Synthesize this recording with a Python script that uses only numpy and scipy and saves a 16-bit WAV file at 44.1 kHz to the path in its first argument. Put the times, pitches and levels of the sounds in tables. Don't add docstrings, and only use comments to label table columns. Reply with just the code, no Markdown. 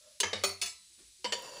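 import sys
import numpy as np
from scipy import signal
from scipy.fft import rfft, irfft
from scipy.io import wavfile

SR = 44100
rng = np.random.default_rng(int(sys.argv[2]) if len(sys.argv) > 2 else 0)


def magnitude_from_level(level_db):
    exponent = np.asarray(level_db, float) / 20
    return 10 ** exponent


def master_out(mix):
    frames = np.transpose(np.atleast_2d(mix))
    ceiling = np.clip(frames, -1, 1)
    pcm = np.round(ceiling * 32767).astype(np.int16)
    wavfile.write(sys.argv[1], SR, pcm)


N = 70560
TIME = np.arange(N) / SR

# start_s [s], peak_db [dB], tilt_db_per_octave [dB], chatter_s [s]
EDGE_HITS = [
    (0.202, -15, 0.31, 0.012),
]
DROP_HITS = [
    (0.232, -16.5, -1, 0.011),
]
BOUNCE_HITS = [
    (0.331, -19.5, 0.084, 0.0062),
    (0.391, -38, 0.1, 0.0042),
]
RIM_HITS = [
    (0.437, -18, 0.076, 0.014),
    (0.491, -31.5, 0.14, 0.0058),
]
BLADE_HITS = [
    (0.615, -22, 0.046, 0.024),
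    (0.659, -28.5, 0.14, 0.021),
]
IRON_HITS = [
    (1.244, -21.5, -0.4, 0.018),
]
LAND_HITS = [
    (1.323, -18.5, 0.23, 0.018),
]
# mode_hz [Hz], width_hz [Hz], level_db [dB]
EDGE_MODES = [(420, 47, 1), (1010, 82, -14), (1530, 230, -12.5), (2937, 81, 2), (3490, 79, -7.5),
              (3977, 110, -2), (4610, 185, -3), (5240, 60, -0.5), (6390, 65, 0.5), (6930, 58, -7),
              (8100, 55, -30), (9530, 170, -4)]
DROP_MODES = [(465, 47, -1), (500, 26, -23), (952, 50, -2), (1705, 60, -2.5), (2157, 35, -0.5),
              (2684, 46, -4), (3100, 41, 5), (3930, 37, -10), (4940, 320, -10.5), (6070, 180, -3.5),
              (6770, 72, -3)]
BOUNCE_MODES = [(520, 104, -2), (903, 11, -3), (1790, 37, -9), (2080, 23, -7), (2220, 45, -8),
                (2950, 64, -2), (3760, 64, -1), (4500, 85, -5), (5050, 100, -8), (5620, 76, -7),
                (6960, 49, -27), (7360, 22, -38)]
RIM_MODES = [(591, 46, -1), (725, 32, -2), (1250, 204, -4.5), (2002, 15, -4.5), (2474, 20, -1.5),
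             (4060, 78, -5), (4335, 23, 6), (4517, 25, 5), (5480, 74, -2), (6350, 83, -4), (6970, 32, -1),
             (8000, 60, -40), (9600, 23, 0)]
BLADE_MODES = [(713, 22, -12.5), (2265, 33, -3), (2610, 58, -3), (2790, 60, -5), (2920, 67, -5),
               (3487, 23, 1.5), (4400, 70, 2), (5230, 52, 4), (6100, 270, -4.5), (6770, 38, 0),
               (9600, 60, -1.5), (10600, 300, -12.5)]
IRON_MODES = [(510, 43, -2), (987, 30, 2), (1730, 53, -8.5), (2090, 41, -6.5), (3070, 110, -1),
              (3360, 25, -22), (3660, 20, -11), (4500, 15, -27), (4450, 134, -3), (5100, 160, -11.5),
              (5600, 58, -9), (6220, 24, -17)]
LAND_MODES = [(468, 52, 2.5), (602, 107, -7.5), (960, 9.5, 5), (1823, 44, -4), (2075, 20, -5.5),
              (3003, 170, -1.5), (3580, 44, -1), (4540, 110, 1), (4900, 150, -6.5), (5550, 220, -8.5),
              (7130, 114, -7), (8900, 180, -19)]
# freq_hz [Hz], density_db [dB per Hz]
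EDGE_WASH = [(120, -49.5), (200, -21.5), (1010, -24.5), (2290, -19), (2900, -5), (9310, -11),
             (15500, -26.5)]
DROP_WASH = [(120, -43), (200, -27.5), (462, -15.5), (769, -1.5), (906, -26), (1170, -1.5), (3010, -6.5),
             (6350, -12.5), (15500, -35.5)]
RIM_WASH = [(120, -59), (200, -18), (399, -48), (479, -24.5), (1840, -22), (2060, -6), (4330, -11.5),
            (4750, -13), (15500, -20.5)]
BLADE_WASH = [(120, -56), (200, -28), (702, -19), (812, -13.5), (2510, -4), (3180, -10.5), (4410, -0.5),
              (12700, -15), (15500, -18.5)]
IRON_WASH = [(120, -43), (200, -8.5), (327, -42), (534, -6.5), (677, -3), (974, -13), (2330, -10.5),
             (4660, -12.5), (15500, -23.5)]
# tail_t60_s, wash_db, modes_db, tail_under_burst_db
EDGE_BODY = (0.16, -7.5, -14, -3.5)
DROP_BODY = (0.33, -14, -14.5, 1.5)
BOUNCE_BODY = (0.33, -10, -13.5, 0)
RIM_BODY = (0.33, -8, -11, -1)
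BLADE_BODY = (0.33, -9.5, -13, 0.5)
IRON_BODY = (0.33, -14.5, -12.5, 0)
LAND_BODY = (0.33, -14, -12, -2)
FIRST_TOUCH, MODE_SPREAD_DB, T60_RATIO_PER_OCTAVE, BODY_CUT_HZ = 19, 1, 0.88, 230
SOFT_CONTACT_HZ, FIRM_CONTACT_HZ = 9000, 12000

# start_s [s], pitch_hz [Hz]
THUMP_AT = [(.245, 93), (.352, 94), (.465, 92), (.24, 205), (.335, 207), (.44, 200), (1.25, 208),
            (1.02, 55), (.6, 62), (1.27, 92), (.64, 200)]
# level_db [dB], t60_s [s]
THUMPS = [(-43.5, 0.27), (-46.5, 0.73), (-49.5, 0.41), (-43, 0.12), (-45.5, 0.22), (-52, 0.36),
          (-50.5, 0.55), (-58, 0.29), (-54.5, 0.36), (-61, 0.68), (-53.5, 0.1)]
THUMP_GAIN_DB, THUMP_LONGEST_S, THUMP_RISE_CYCLES = 7, 0.45, 1.74
# start_s [s], damped_s [s], pitch_hz [Hz]
SING_AT = [(.672, .73, 7675), (.67, 1.6, 7942), (1.265, 1.325, 7671), (.66, .92, 4022), (.438, .6, 392),
           (.617, .9, 1319), (.617, .8, 694), (.617, .77, 390), (.62, .85, 1992), (.62, .81, 1010),
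           (.335, .43, 3880), (.44, .61, 4340), (1.19, 1.24, 370), (.02, .08, 1340), (0, .2, 7950),
           (.3, .44, 7945), (.47, .54, 11600), (.63, .76, 11620), (.9, .95, 340), (.79, .86, 195),
           (1.246, 1.32, 947), (1.325, 1.42, 953)]
# level_db [dB], t60_s [s]
SINGS = [(-40.5, 0.28), (-61, 4.7), (-49.5, 3.2), (-55, 1.2), (-29.5, 0.29), (-48.5, 0.38), (-49, 0.25),
         (-46.5, 0.24), (-55.5, .6), (-56.5, 0.46), (-53, 0.43), (-46, 0.37), (-70, 2.7), (-71.5, 0.72),
         (-76, 4.1), (-70, 2.1), (-56, .5), (-61, .5), (-72.5, 0.33), (-74.5, 0.56), (-45, 0.7),
         (-51, 0.72)]
SING_RISE_S, SING_DAMP_S = 0.0028, 0.014

# time_s [s], level_db [dB]
SLIDE_LEVEL = [(1.37, -45.5), (1.42, -47), (1.445, -43.5), (1.5, -47), (1.55, -46.5), (1.575, -43.5),
               (1.64, -50)]
# freq_hz [Hz], level_db [dB]
SLIDE_COLOUR = [(350, -45), (600, -19.5), (2000, -14.5), (5000, -17), (9000, -26.5), (15500, -30.5)]
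# mode_hz [Hz], width_hz [Hz], level_db [dB]
SLIDE_MODES = [(534.5, 53, 1.5), (970, 53, -3), (1910, 41, -15), (2675, 74, -11.5), (4000, 22, -28),
               (4526, 54, -6), (4900, 43, -9), (5550, 36, -16), (5840, 55, -15.5), (6600, 57, -29),
               (6810, 44, -9), (7060, 42, -9.5)]
SLIDE_GRAINS_PER_S, SLIDE_MODES_DB = 7000, 7
# time_s [s], level_db [dB]
LIFT_LEVEL = [(0, -74), (.045, -64), (.075, -62), (.12, -66), (.18, -73)]
# mode_hz [Hz], width_hz [Hz], level_db [dB]
LIFT_MODES = [(612, 19, 6), (510, 33, -4), (1280, 740, -18)]
# freq_hz [Hz], density_db [dB per Hz]
SWISH_COLOUR = [(88, -48), (150, -20), (347, -10), (760, -30), (1120, -27), (4500, -26), (5850, -39),
                (9900, -120)]
SWISH_S, SWISH_RISE_S, SWISH_T60_S, SWISH_DB = 0.978, 0.021, 0.25, -52
# start_s [s], peak_db [dB]
SPITS = [
    (1.3915, -28.5),
    (1.4226, -29),
]
# freq_hz [Hz], level_db [dB]
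SIZZLE_COLOUR = [(30, -11), (61, -1), (200, -17.5), (450, -25), (1300, -24), (2300, -13.5), (3000, -12),
                 (3940, -6.5), (7780, -8.5), (15800, -24.5)]
SPIT_CUT_HZ, SPIT_DECAY_S, SIZZLE_DB = 11000, 0.0004, -60
# time_s [s], pitch_hz [Hz]
JET_PITCH = [(0, 10200), (.2, 10180), (.42, 9800), (.8, 9600), (1.3, 9350), (1.6, 9680)]
JET_DB, JET_WOBBLE_HZ, JET_FLICKER_DB = -65.5, 50, 2.5
# freq_hz [Hz], gain_db [dB]
MIC = [(40, -6.5), (90, -4.5), (11500, -0.29), (13000, -14), (14200, -7.5), (15000, 2), (15620, -11),
       (15720, -22)]
MIC_CUTOFF_HZ = 16780


def rms_one(x):
    return x / np.sqrt(np.mean(x ** 2) + 1e-20)


def at_hz(points, hz):
    points_hz, values = np.transpose(points)
    return np.interp(np.log(np.maximum(hz, 1)), np.log(points_hz), values)


def colour(x, spectrum):
    gain = magnitude_from_level(at_hz(spectrum, np.fft.rfftfreq(len(x), 1 / SR)))
    return irfft(rfft(x) * gain, len(x))


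def high_pass(x, cut_hz):
    return signal.sosfilt(signal.butter(2, cut_hz, "high", fs=SR, output="sos"), x)


def drift(rate_hz):
    r = np.exp(-2 * np.pi * rate_hz / SR)
    return rms_one(signal.lfilter([1], [1, -2 * r, r * r], rng.standard_normal(2 * N))[N:])


def under(curve):
    s, db = np.transpose(curve)
    edge_s = [s[0] - 0.02, *s, s[-1] + 0.02]
    edge_db = [db[0] - 30, *db, db[-1] - 30]
    return magnitude_from_level(np.interp(TIME, edge_s, edge_db, -150, -150))


def ring(x, hz, t60_s):
    r = magnitude_from_level(-60 / (max(t60_s, 0.002) * SR))
    w = 2 * np.pi * hz / SR
    return signal.lfilter([0, np.sin(w)], [1, -2 * r * np.cos(w), r * r], x + 1e-18)


def resonate(x, modes, extra_db=0.0):
    hz, width_hz, db = np.transpose(modes)
    size = magnitude_from_level(db) * np.sqrt(width_hz)
    size = size / np.sqrt(np.sum(size ** 2))
    gain = size * magnitude_from_level(extra_db) * np.sqrt(4 * np.pi * width_hz / SR)
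    out = 0
    for k, (f, width, g) in enumerate(zip(hz, width_hz, gain)):
        out = out + (-1) ** k * g * ring(x, f, 2.2 / width)
    return out


def knocks(hits, modes, wash, body):
    t60_s, wash_db, modes_db, tail_db = body
    t = TIME[:SR // 2]
    out = np.zeros(N + SR)
    octave = np.log2(np.array(modes)[:, 0] / 2000)
    for start_s, peak_db, tilt_db, chatter_s in hits:
        burst = np.exp(-(t / chatter_s) ** 2)
        drive = 0.93 * rng.standard_normal(len(t)) * (burst + magnitude_from_level(tail_db - 60 * t / t60_s))
        drive[0] = FIRST_TOUCH
        spread_db = MODE_SPREAD_DB * rng.standard_normal(len(modes))
        sound = resonate(drive, modes, modes_db + tilt_db * octave + spread_db)
        noise = magnitude_from_level(wash_db) * rms_one(colour(rng.standard_normal(len(t)), wash))
        for k, low_hz in enumerate(170 * 2.0 ** np.arange(7)):
            edges_hz = [low_hz, min(2 * low_hz, 20000)]
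            band = signal.sosfilt(signal.butter(2, edges_hz, "band", fs=SR, output="sos"), noise)
            band_t60_s = t60_s * T60_RATIO_PER_OCTAVE ** (k - 3)
            shape = burst + magnitude_from_level(tail_db - 60 * t / band_t60_s)
            sound = sound + magnitude_from_level(tilt_db * (k - 4.5)) * band * shape
        first = int(start_s * SR)
        out[first:first + len(t)] += magnitude_from_level(peak_db) * sound
    return high_pass(out[:N], BODY_CUT_HZ)


def soft(x, cut_hz=SOFT_CONTACT_HZ):
    return signal.sosfilt(signal.butter(2, cut_hz, fs=SR, output="sos"), x)


def struck_metal():
    plate = knocks(EDGE_HITS, EDGE_MODES, EDGE_WASH, EDGE_BODY)
    plate = plate + knocks(DROP_HITS, DROP_MODES, DROP_WASH, DROP_BODY)
    bounce = soft(knocks(BOUNCE_HITS, BOUNCE_MODES, DROP_WASH, BOUNCE_BODY))
    rim = knocks(RIM_HITS, RIM_MODES, RIM_WASH, RIM_BODY)
    blade = knocks(BLADE_HITS, BLADE_MODES, BLADE_WASH, BLADE_BODY)
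    iron = soft(knocks(IRON_HITS, IRON_MODES, IRON_WASH, IRON_BODY))
    land = soft(knocks(LAND_HITS, LAND_MODES, IRON_WASH, LAND_BODY), FIRM_CONTACT_HZ)
    return plate + bounce + rim + blade + iron + land


def singing():
    out = 0
    for (start_s, damped_s, hz), (db, t60_s) in zip(SING_AT, SINGS):
        t = np.maximum(TIME - start_s, 0)
        damping = np.exp(-np.maximum(TIME - damped_s, 0) / SING_DAMP_S)
        shape = (1 - np.exp(-t / SING_RISE_S)) * magnitude_from_level(-60 * t / t60_s) * damping
        out = out + magnitude_from_level(db) * shape * np.sin(2 * np.pi * hz * t)
    return out


def slide():
    hits = rng.random(N) < SLIDE_GRAINS_PER_S / SR
    grains = rms_one(hits * rng.standard_normal(N) * magnitude_from_level(1.2 * drift(60)))
    rasp = rms_one(colour(grains, SLIDE_COLOUR))
    return under(SLIDE_LEVEL) * rms_one(rasp + resonate(grains, SLIDE_MODES, SLIDE_MODES_DB))


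def thumps():
    out = 0
    for (start_s, hz), (db, t60_s) in zip(THUMP_AT, THUMPS):
        t = np.maximum(TIME - start_s, 0)
        rise = 1 - np.exp(-t * hz / THUMP_RISE_CYCLES)
        decay = magnitude_from_level(-60 * t / min(t60_s, THUMP_LONGEST_S))
        out = out + magnitude_from_level(db + THUMP_GAIN_DB) * np.sin(2 * np.pi * hz * t) * rise * decay
    return out


def lift():
    return under(LIFT_LEVEL) * resonate(rng.standard_normal(N), LIFT_MODES)


def swish():
    t = np.maximum(TIME - SWISH_S, 0)
    shape = (1 - np.exp(-t / SWISH_RISE_S)) * magnitude_from_level(-60 * t / SWISH_T60_S)
    puff = rms_one(colour(rng.standard_normal(N), [(60, -50), *SWISH_COLOUR, (9000, -60)]))
    return magnitude_from_level(SWISH_DB) * shape * puff


def oil():
    shape = 0
    for start_s, db in SPITS:
        decay = np.exp(-np.maximum(TIME - start_s, 0) / SPIT_DECAY_S)
        shape = shape + magnitude_from_level(db) * (TIME > start_s) * decay
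    spits = high_pass(shape * rng.standard_normal(N), SPIT_CUT_HZ)
    fizz = magnitude_from_level(SIZZLE_DB + 0.19 * drift(1.6)) * rms_one(colour(rng.standard_normal(N), SIZZLE_COLOUR))
    return fizz + spits


def jet():
    hz = np.interp(TIME, *np.transpose(JET_PITCH)) + JET_WOBBLE_HZ * drift(60)
    level = magnitude_from_level(JET_DB + JET_FLICKER_DB * drift(22))
    return level * np.sin(2 * np.pi * np.cumsum(hz) / SR)


def scene():
    utensil = struck_metal() + singing() + slide()
    background = thumps() + lift() + swish() + oil() + jet()
    return (utensil + background)[None]


def band_limit(x):
    return signal.sosfilt(signal.butter(12, 16790, fs=SR, output="sos"), x)


def record(dry):
    top_cut = signal.cheby2(12, 60, MIC_CUTOFF_HZ, fs=SR, output="sos")
    mix = signal.sosfilt(top_cut, colour(dry[0], MIC))[None]
    return band_limit(mix)


dry = scene()
out = record(dry)
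master_out(out)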